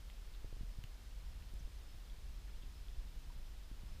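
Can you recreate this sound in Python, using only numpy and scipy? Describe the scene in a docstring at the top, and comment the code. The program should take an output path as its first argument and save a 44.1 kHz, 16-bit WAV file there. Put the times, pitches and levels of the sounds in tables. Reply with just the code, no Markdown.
"""A hand rumbles and knocks softly on a camera's housing, right at the microphone, as it is slowly turned
in a very quiet cave. A few tiny ticks (grit or drips) and scuffs of grit sound nearby, with a weak
tail off the rock walls. Four faint high peeps come from far off, perhaps a bird.
Under it all lie an even hiss of air and microphone and a thin electronic whine."""
import sys
import numpy as np
from scipy import signal
from scipy.fft import rfft, irfft
from scipy.io import wavfile
from scipy.ndimage import uniform_filter1d

SR = 44100
rng = np.random.default_rng(int(sys.argv[2]) if len(sys.argv) > 2 else 0)


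def wrap_up_sound(samples):
    """Save the sound to the file named by the first command line argument, as 16-bit audio."""
    columns = np.atleast_2d(samples).T
    # keep every value between -1 and 1, then stretch to whole-number steps
    tamed = np.clip(columns, -1, 1)
    steps = np.round(tamed * 32767).astype(np.int16)
    wavfile.write(sys.argv[1], SR, steps)


N = 176400
TIME = np.arange(N) / SR


def from_db(db):
    """Decibels to gain."""
    return 10 ** (np.asarray(db) / 20)


def noise(gain):
    """Noise of rms 1 whose spectrum follows gain(Hz)."""
    hz = np.maximum(np.arange(N // 2 + 1) * SR / N, 1)
    x = irfft(rfft(rng.standard_normal(N)) * gain(hz), N)
    return x / np.sqrt(np.mean(x ** 2) + 1e-30)


def coloured(points):
    """Noise whose spectrum is shaped by (Hz, dB) points."""
    hz, db = np.transpose(points)
    return noise(lambda f: from_db(np.interp(np.log(f), np.log(hz), db)))


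def narrow(hz, width_hz):
    """Noise in one resonance: a wavering tone when the width is small."""
    return noise(lambda f: 1 / (1 + ((f - hz) / width_hz * 2) ** 2))


def ring(hz, t60):
    """A sine, half a second long, that falls 60 dB in t60 seconds."""
    t = TIME[:SR // 2]
    return np.sin(2 * np.pi * hz * t) * from_db(-60 * t / t60)


def soften(x, hz):
    """A gentle low-pass that dulls the sound above hz."""
    return signal.sosfilt(signal.butter(2, min(hz, SR / 4), fs=SR, output="sos"), x)


def add(out, s, x):
    """Mix x into out, starting at s seconds."""
    i = int(np.clip(s * SR, 0, N - 1))
    out[i:i + len(x)] += x[:N - i]


def hiss():
    """The even noise floor of the cave air and the microphone."""
    # Each row: frequency in Hz, relative level in dB.
    spectrum = [(100, 6.5), (300, 6.5), (600, 3.5), (1100, 1.5), (2300, 0), (3400, 0.8), (4700, -1.5),
                (6100, -4.5), (8500, -8), (11500, -10), (13500, -10.5), (15000, -11)]
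    return from_db(-65) * coloured(spectrum)


def electronics():
    """The camera's circuits give a thin whine and a fainter, higher whistle."""
    # Each row: pitch in Hz, width in Hz, level in dB.
    whine_tones = [(5090, 66, -86), (5160, 100, -88)]
    whine = sum(from_db(db) * narrow(hz, width) for hz, width, db in whine_tones)
    whistle = from_db(-99.5) * narrow(13667, width_hz=9.5)
    return whine + whistle


def hand_rumble():
    """The moving hand sends low noise through the housing to the microphone, swelling and easing."""
    # Each row: frequency in Hz, relative level in dB.
    spectrum = [(10, -18.5), (17, -1), (30, -2.5), (46, 1), (60, -9.5), (80, -17), (120, -23.5),
                (200, -32.5), (400, -47.5)]
    # Each row: time in seconds, level in dB.
    levels = [(0, -51), (.2, -48.5), (.45, -48.5), (.7, -46.5), (.95, -52), (1.25, -46.5), (1.6, -48.5),
              (1.9, -51), (2.35, -46.5), (2.55, -47.5), (2.85, -48), (3.15, -47.5), (3.4, -46), (3.7, -51),
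              (4, -44)]
    rumble = coloured(spectrum)
    running_rms = np.sqrt(uniform_filter1d(rumble ** 2, size=SR // 5) + 1e-9)
    swell = from_db(np.interp(TIME, *np.transpose(levels)))
    return swell * soften(rumble / running_rms, hz=530)


def ticks():
    """Grit or drips land near the microphone, each with a thin crack and a short ring."""
    # Each row: start in seconds, level in dB, pitch in Hz, t60 in seconds, crack against ring in dB.
    landings = [(0.0996, -49.5, 2030, 0.0058, -16.5), (0.1005, -49, 3320, 0.0065, -18),
                (0.3388, -51, 3700, 0.0044, -13), (.3494, -49, 3850, .004, -11),
                (.8388, -46, 3500, .005, -2.5), (.8395, -43, 2970, 0.0069, -18),
                (1.4245, -52.5, 2700, 0.0044, -12), (1.541, -51.5, 9450, .002, -5),
                (2.099, -56, 3380, .02, -12), (2.884, -52.5, 3400, 0.0099, -10),
                (3.3005, -57, 973, 0.046, -22)]
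    out, t = np.zeros(N), TIME[:SR // 2]
    crack_decay_s = 0.0006
    low_cut = signal.butter(2, 1500, "high", fs=SR, output="sos")  # tiny stones give no bass
    for s, db, hz, t60, crack_db in landings:
        burst = rng.standard_normal(len(t)) * np.exp(-t / crack_decay_s)
        crack = signal.sosfilt(low_cut, burst)
        add(out, s, from_db(db) * (ring(hz, t60) + from_db(crack_db) * crack))
    return out


def cave_tail(near):
    """The rock walls return nearby sounds as a weak, short, diffuse tail."""
    t60_s, return_db = 0.17, -18.5
    tail = soften(rng.standard_normal(SR), hz=5000) * from_db(-60 * TIME[:SR] / t60_s)
    tail /= np.sqrt(np.sum(tail ** 2))
    return from_db(return_db) * signal.fftconvolve(near, tail)[:N]


def scuffs():
    """Grit slides for a moment close by: a faint, short swell of noise."""
    # Each row: start in seconds, level in dB, band centre in Hz, length in seconds.
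    slides = [(0.339, -70, 3800, 0.027), (1.59, -70, 6070, 0.018), (2.475, -67, 1650, 0.032),
              (2.617, -65.5, 3270, .022)]
    out = np.zeros(N)
    for s, db, hz, length in slides:
        progress = np.clip((TIME - s) / length, 0, 1)
        swell = np.sin(np.pi * progress).clip(0) ** .5
        out += from_db(db) * swell * narrow(hz, width_hz=1000)
    return out


def finger_knocks():
    """Soft fingertips knock on the housing, and every contact rings the same low modes."""
    # Each row: mode frequency in Hz, relative level in dB, t60 in seconds.
    housing_modes = [(42.4, 3, 0.14), (97, 0.5, 0.062), (266, -8, 0.013)]
    # Each row: start in seconds, gain in dB, pitch of the contact in Hz.
    knocks = [(0.445, -42.5, 406), (0.527, -44.5, 426), (.567, -49, 450), (.609, -42, 189),
              (.632, -43, 160), (0.651, -70, 190), (0.745, -60, 192), (0.785, -42.5, 115),
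              (0.84, -44.5, 113), (1.427, -52, 163), (1.536, -46, 150), (1.606, -49.5, 130),
              (1.675, -51, 248), (1.945, -50.5, 126), (2.635, -50, 207), (3.269, -53.5, 150),
              (3.362, -52, 137), (3.714, -45, 235), (3.834, -46, 180)]
    out = np.zeros(N)
    housing = sum(from_db(db) * ring(hz, t60) for hz, db, t60 in housing_modes)
    for s, db, hz in knocks:
        contact = from_db(4.5) * ring(hz, t60=2.6 / hz)  # dies away within a few cycles
        add(out, s, from_db(db) * soften(housing + contact, hz=1.33 * hz))
    return out


def far_peeps():
    """Four short high notes, perhaps a bird, blurred by distance."""
    # Each row: middle of the note in seconds, level in dB.
    notes = [(.755, -81), (1.91, -75), (2.765, -75), (3.91, -75.5)]
    half_length_s = .03
    swell = sum(from_db(db) * np.exp(-.5 * ((TIME - s) / half_length_s) ** 2) for s, db in notes)
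    return swell * narrow(5222, width_hz=97)


def grip_jolts():
    """The grip jolts twice, each time a deep thud right at the microphone."""
    # Each row: start in seconds, gain in dB.
    jolts = [(1.645, -30.5), (2.978, -27.5)]
    out = np.zeros(N)
    thud = soften(ring(hz=38, t60=.09), hz=62)
    for s, db in jolts:
        add(out, s, from_db(db) * thud)
    return out


def scene():
    """One hand-held microphone in the cave; only the ticks and scuffs come back off the walls."""
    near = ticks() + scuffs()
    noise_floor = hiss() + electronics()
    handling = hand_rumble() + finger_knocks() + grip_jolts()
    return (noise_floor + handling + near + cave_tail(near) + far_peeps())[None]


def record(dry):
    """The treble is cut steeply above 15.3 kHz."""
    return signal.sosfilt(signal.ellip(12, .1, 70, 15300, fs=SR, output="sos"), dry)


dry = scene()
out = record(dry)
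wrap_up_sound(out)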